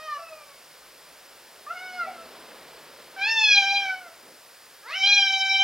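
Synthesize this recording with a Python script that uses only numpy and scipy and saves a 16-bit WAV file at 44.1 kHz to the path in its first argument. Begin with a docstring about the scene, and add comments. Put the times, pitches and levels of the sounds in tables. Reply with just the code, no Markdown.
"""You hear a cat on a doorstep yowl four times at a rival, each call gliding as the jaw opens and closes.
Three soft closed-mouth moans follow or overlap calls. Every voice is a stack of partials shaped by resonances.
Door and porch throw the voices back, so the partials swell and dip as they glide.
Behind them are outdoor air (coloured noise), a far motorbike (a low note under a roar),
a faint insect (narrow high noise) and one soft bump (a short swell of low noise)."""
import sys
import numpy as np
from scipy import signal
from scipy.fft import rfft, irfft
from scipy.io import wavfile

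SR = 44100
rng = np.random.default_rng(int(sys.argv[2]) if len(sys.argv) > 2 else 0)


def materialize(psi):
    """Save the field psi as 16-bit PCM at rate SR to the path in sys.argv[1].

    A 1-D psi becomes a single channel; in a 2-D psi each row is a channel.
    """
    bounded = np.clip(np.atleast_2d(psi).T, -1, 1)
    quanta = np.round(bounded * 32767).astype(np.int16)
    wavfile.write(sys.argv[1], SR, quanta)


N = 248298
TIME = np.arange(N) / SR

# The outdoor air's colour. Each row: frequency in Hz, relative level in dB per Hz.
AIR_COLOUR = [(25, -33), (55, -12.5), (95, -19.5), (140, -11.5), (280, -21.5), (400, -15.5), (560, -4),
              (950, -3.5), (1500, -2), (2300, -4.5), (4000, -6.5), (5200, -2.5), (5900, -10), (10500, -10),
              (15800, -10)]
AIR_DB = -50.5

# The distant motorbike. Each row: time in seconds, firings per second, roar level in dB.
BIKE_PASS = [(0, 55, -60.5), (1.1, 49, -56.5), (1.6, 82, -56), (2.0, 69, -51), (2.3, 73, -47.5),
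             (3.1, 72, -50.5), (3.7, 100, -51), (4.5, 103, -61), (5.63, 52, -59.5)]
# The colour of its roar. Each row: frequency in Hz, relative level in dB per Hz.
ROAR_COLOUR = [(71, -61), (120, -31), (139, -12.5), (263, -8), (523, 1), (744, -4.5), (1060, -5.5),
               (1940, -9.5), (2390, -11.5), (5000, -14.5), (5500, -24), (7150, -57), (12100, -120)]
# Its exhaust note. Each row: multiple of the firing rate, relative level in dB.
EXHAUST_PARTIALS = [(1, 0), (2, -5.5), (3, -2), (4, -8.5), (5, -1)]

# Early reflections from ground, door and wall. Each row: delay in seconds, pressure ratio (minus flips it).
REFLECTIONS = [(.0042, 0.027), (.00469, -0.14), (.00669, 0.23), (.01275, 0.16), (0.0224, 0.19),
               (0.0285, 0.3), (0.049, -0.029)]
# The diffuse tail: time to fall 60 dB, where its treble starts to go, and its level.
PORCH_T60_S, PORCH_DULL_HZ, PORCH_DB = 0.33, 6660, -6

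# Closed-mouth moans. Each row: start in seconds, length in seconds, first pitch in Hz, pitch it sinks
# towards in Hz, fall time in seconds, starting level in dB before voice_db, muffled above in Hz.
MOAN_CALLS = [(0.169, 0.46, 669, 530, .28, -41.5, 3800), (2.053, 0.32, 765, 654.3, .09, -39.5, 2150),
              (5.024, .16, 771, 520, .08, -42.5, 1200)]
# Resonances with the mouth shut. Each row: frequency in Hz, relative gain in dB.
MUZZLE_RESONANCES = [(550, 1.5), (750, 1), (1150, 4.5), (1350, -0.5), (1650, -20.5), (1980, -17), (2300, 0),
                     (2620, -2.5), (3200, -30), (4500, -12), (5250, 2), (6000, -48), (8000, -56)]
MOAN_ATTACK_S, MOAN_FADE_DB = 0.023, 20.5  # the fade is spread evenly over the moan's length

# One curve for each yowl. Each row: time in seconds, pitch in Hz, mouth level in dB before voice_db,
# jaw opening from 0 to 1.
YOWL_CURVES = [
    [(0, 623, -39.5, 0.4), (.05, 627.7, -39, 0.42), (.15, 582.7, -33.5, 0.38), (.18, 565.6, -35.5, 0)],
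    [(1.667, 573, -39.5, 0.07), (1.685, 615, -44.5, 0.07), (1.71, 683, -33.5, 0), (1.745, 750, -46, .42),
     (1.78, 717.6, -36, 0.55), (1.81, 744, -43, .62), (1.96, 728, -39, 0.55), (2.01, 698.4, -28.5, 0.01),
     (2.06, 638.4, -36, 0.06)],
    [(3.165, 777, -44.5, 0.4), (3.195, 762, -30.5, 0.19), (3.225, 794, -26.5, 0.75),
     (3.29, 900.3, -26, 0.84), (3.37, 892, -23, .83), (3.53, 817, -19.5, 1), (3.63, 786.5, -22, 0.75),
     (3.78, 803.5, -27, .85), (3.9, 754.5, -31, .48), (4.0, 740, -43.5, 0.41), (4.09, 668.5, -47.5, 0.08)],
    [(4.83, 400, -57, 0.44), (4.86, 441, -42, 0.24), (4.9, 570, -39.5, 0.68), (4.96, 766.3, -30.5, 0.75),
     (5.02, 768.3, -22, 0.83), (5.07, 808, -18, 1), (5.13, 814.7, -17.5, 0.99), (5.28, 776.1, -19.5, 0.82),
     (5.45, 774, -20.5, .82), (5.63, 781.8, -19, 0.82)],
]
# The colour of each yowl. Each row: fundamental level in dB at middling strength (before voice_db),
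# shrill edge adjustment in dB, sharpness of the mouth as Q before harshness damps it.
YOWL_COLOURS = [(-46.5, 4.5, 1.9), (-41, 1, 2.34), (-37, -0.5, 2.36), (-48, -2.5, 2.3)]
# Upper throat resonances. Each row: frequency in Hz, relative gain in dB.
THROAT_RESONANCES = [(2000, 35), (3100, 8.5), (3700, 1), (4100, 10.5), (4650, -4), (5000, 9.5), (5400, 3),
                     (5800, -0.5), (6300, -6.5), (7000, -15), (7700, -33.5), (9400, -34), (11500, -42.5)]
# The voice turns harsh for a moment. Each row: time in seconds, half length in seconds, added roughness.
HARSH_MOMENTS = [(1.75, 0.052, 0.2), (2.04, .04, .25), (3.19, .06, 0.43), (3.54, 0.18, 0.24),
                 (3.89, 0.14, 0.33), (4.91, 0.057, .9)]
CALM_ROUGHNESS = 0.02
# The fundamental thins out briefly. Each row: time in seconds, half length in seconds, loss in dB.
THIN_MOMENTS = [(.1, .03, 18), (3.32, 0.12, 7), (3.515, 0.038, 22)]
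# Around this call level the fundamental swells less than the rest of the voice.
MIDDLING_DB = -30
# The shrill edge relative to the call, before each yowl's own adjustment.
EDGE_SHUT_DB, EDGE_OPEN_DB = -28, -3.5
# The mouth resonance climbs as the jaw drops.
JAW_SHUT_HZ, JAW_OPEN_HZ = 834, 3104


def from_db(db):
    """Turn decibels into gain."""
    return 10 ** (np.asarray(db) / 20)


def rms_one(x):
    """Scale a sound to an rms of 1."""
    return x / np.sqrt(np.mean(x ** 2) + 1e-20)


def in_time(rows, t=TIME):
    """Read each column of a curve at the times t."""
    seconds, *columns = np.transpose(rows)
    return [np.interp(t, seconds, column) for column in columns]


def at_hz(points, hz):
    """Read the gain of a spectrum at the given frequencies."""
    point_hz, db = np.transpose(points)
    return from_db(np.interp(np.log(np.maximum(hz, 1)), np.log(point_hz), db))


def noise(colour):
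    """Make noise of a given colour, rms 1."""
    spectrum = rfft(rng.standard_normal(N))
    gains = at_hz(colour, np.fft.rfftfreq(N, 1 / SR))
    return rms_one(irfft(spectrum * gains, N))


def band_noise(low_hz, high_hz):
    """Make noise between two frequencies, rms 1."""
    sos = signal.butter(2, [low_hz, high_hz], "band", fs=SR, output="sos")
    return rms_one(signal.sosfilt(sos, rng.standard_normal(N)))


def drift(rate_hz, size):
    """Wander smoothly by chance, up to a given rate, rms 1."""
    sos = signal.butter(2, rate_hz, fs=SR, output="sos")
    # the extra half second lets the filter settle
    wander = signal.sosfilt(sos, rng.standard_normal(size + SR // 2))
    return rms_one(wander[-size:])


def swells(rows, t):
    """Add up smooth humps, each given by its time, half length and height."""
    return sum(height * np.exp(-((t - at_s) / half_s) ** 2) for at_s, half_s, height in rows)


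def span(start, stop, fade_s=0.003):
    """Find the samples that a call covers, and its soft start and stop."""
    at = np.flatnonzero((TIME > start - fade_s) & (TIME < stop + fade_s))
    inside_s = np.minimum(TIME[at] - start, stop - TIME[at])
    return at, np.clip(inside_s / fade_s + 1, 0, 1)


def outdoor_air():
    """Steady outdoor noise with its own colour."""
    return from_db(AIR_DB) * noise(AIR_COLOUR)


def insect(level_db=-73, flicker_db=3):
    """A thin, far shrill: a narrow band of high noise with a flickering level."""
    return from_db(level_db + flicker_db * drift(12, N)) * band_noise(10050, 10450)


def bump(at_s=4.29, width_s=0.06, level_db=-53):
    """A soft, dull knock: low noise that swells and dies away smoothly."""
    return from_db(level_db) * np.exp(-((TIME - at_s) / width_s) ** 2) * band_noise(174, 610)


def motorbike(exhaust_db=-78, exhaust_follows=0.57, flutter_db=0.5, throb_db=3.0,
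              drone_db=-62, drone_at_s=2.14, drone_s=0.29):
    """A low exhaust note under a roar blurred by distance, with one brief swell of a drone."""
    firing, roar_db = in_time(BIKE_PASS)
    note_db = exhaust_db + exhaust_follows * (roar_db - roar_db.mean())
    uneven = 1 + 0.0129 * drift(27.7, N)
    phase = 2 * np.pi * np.cumsum(firing * uneven) / SR
    note = np.zeros(N)
    for multiple, db in EXHAUST_PARTIALS:
        throb = from_db(db + throb_db * drift(9.7, N))
        note += throb * np.sin(round(multiple) * phase)
    drone_swell = np.exp(-((TIME - drone_at_s) / drone_s) ** 2)
    drone = from_db(drone_db) * drone_swell * band_noise(239.5, 240.8)
    roar = from_db(roar_db + flutter_db * drift(28, N)) * noise(ROAR_COLOUR)
    return from_db(note_db) * note + drone + roar


def porch(x, build_s=0.0027):
    """A few distinct reflections join the direct sound, then a short diffuse tail with softened treble."""
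    early = sum(ratio * np.interp(TIME - delay, TIME, x, left=0) for delay, ratio in REFLECTIONS)
    t = TIME[:SR // 2]
    tail = rng.standard_normal(len(t)) * from_db(-60 * t / PORCH_T60_S) * np.clip(t / build_s, 0, 1)
    tail /= np.linalg.norm(tail)
    tail = signal.sosfilt(signal.butter(1, PORCH_DULL_HZ, fs=SR, output="sos"), tail)
    return x + early + from_db(PORCH_DB) * signal.fftconvolve(x, tail)[:N]


def folds(pitch, rough, jitter=0.015, jitter_hz=150, waver=0.0023, shimmer=0.06, flutter=0.29,
          flutter_hz=125, sway_db=2.94, sway_hz=16, count=14):
    """Partials of the vocal folds: roughness makes cycles uneven and fluttery, and each partial sways."""
    size = len(pitch)
    uneven = 1 + jitter * rough * drift(jitter_hz, size) + waver * drift(25, size)
    phase = 2 * np.pi * np.cumsum(pitch * uneven) / SR
    # a harsh voice flutters far below its pitch, which splits the partials
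    flap_hz = flutter_hz * (1 + 0.155 * drift(14, size))
    flap = np.sin(2 * np.pi * np.cumsum(flap_hz) / SR)
    strength = 1 + rough * (flutter * flap + shimmer * drift(jitter_hz, size))
    multiple = np.arange(1, count + 1)[:, None]
    sway = from_db(sway_db * np.array([drift(sway_hz, size) for _ in multiple]))
    partials = np.sqrt(2) * np.sin(multiple * phase) * sway * strength
    return multiple * pitch, partials


def blend(partials, gains):
    """Sum weighted partials, dividing out the overall size of the weights."""
    return (partials * gains).sum(0) / np.sqrt((gains ** 2).sum(0))


def moans(rough=0.56, flutter_db=3.0):
    """Soft, fluttering calls through a shut mouth; each holds its pitch briefly, then sinks and fades."""
    out = np.zeros(N)
    for start, length, top_hz, end_hz, fall_s, peak_db, muffle_hz in MOAN_CALLS:
        at, gate = span(start, start + length)
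        age = TIME[at] - start
        pitch = end_hz + (top_hz - end_hz) * np.exp(-(age / fall_s) ** 2)
        level_db = peak_db - MOAN_FADE_DB * age / length + flutter_db * drift(30, len(at))
        attack = np.clip(age / MOAN_ATTACK_S, 0, 1)
        hz, partials = folds(pitch, rough)
        muffling = np.hypot(1, (hz / muffle_hz) ** 3)
        colour = at_hz(MUZZLE_RESONANCES, hz) / muffling
        out[at] += gate * attack * from_db(level_db) * blend(partials, colour)
    return out


def yowls(hiss_db=-13, scrape_db=-7, fundamental_follows=0.69, damping=2.65):
    """Open-mouthed calls: a fundamental, three partials in the mouth resonance and a jaw-led shrill edge."""
    out = np.zeros(N)
    hiss, scrape = band_noise(1100, 3300), band_noise(3500, 4900)
    for rows, (fundamental_db, shrill_db, sharpness) in zip(YOWL_CURVES, YOWL_COLOURS):
        at, gate = span(rows[0][0], rows[-1][0])
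        pitch, mouth_db, jaw = in_time(rows, TIME[at])
        base_db = fundamental_db + fundamental_follows * (mouth_db - MIDDLING_DB)
        base_db -= swells(THIN_MOMENTS, TIME[at])
        edge_db = mouth_db + shrill_db + EDGE_SHUT_DB + (EDGE_OPEN_DB - EDGE_SHUT_DB) * jaw
        rough = CALM_ROUGHNESS + swells(HARSH_MOMENTS, TIME[at])
        hz, partials = folds(pitch, rough)
        # a harsh voice leaks air, which damps the mouth resonance
        q = sharpness / (1 + damping * rough)
        centre = JAW_SHUT_HZ * (JAW_OPEN_HZ / JAW_SHUT_HZ) ** jaw
        mouth = 1 / (1 + (q * (hz / centre - centre / hz)) ** 2)
        voice = from_db(base_db) * partials[0]
        voice += from_db(mouth_db) * blend(partials[1:4], mouth[1:4])
        voice += from_db(edge_db) * blend(partials[4:], at_hz(THROAT_RESONANCES, hz[4:]))
        # turbulence at the folds puffs once a cycle and is strong only when the voice is harsh
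        turbulence = from_db(mouth_db + hiss_db) * hiss[at] + from_db(mouth_db + scrape_db) * scrape[at]
        voice += rough ** 2 * turbulence * (1 + partials[0] / 2)
        out[at] += gate * voice
    return out


def scene(voice_db=-0.9, own_hiss_db=-63):
    """Everything reaches the left port one sample later; each port adds its own hiss."""
    cat = porch(from_db(voice_db) * (yowls() + moans()))
    right = cat + motorbike() + insect() + bump() + outdoor_air()
    left = np.concatenate([right[:1], right[:-1]])
    return np.array([side + from_db(own_hiss_db) * band_noise(5200, 16000) for side in (left, right)])


def record(dry, cutoff_hz=15800):
    """Cut the top steeply with a low-pass filter."""
    return signal.sosfilt(signal.ellip(12, 0.1, 80, cutoff_hz, fs=SR, output="sos"), dry)


dry = scene()
out = record(dry)
materialize(out)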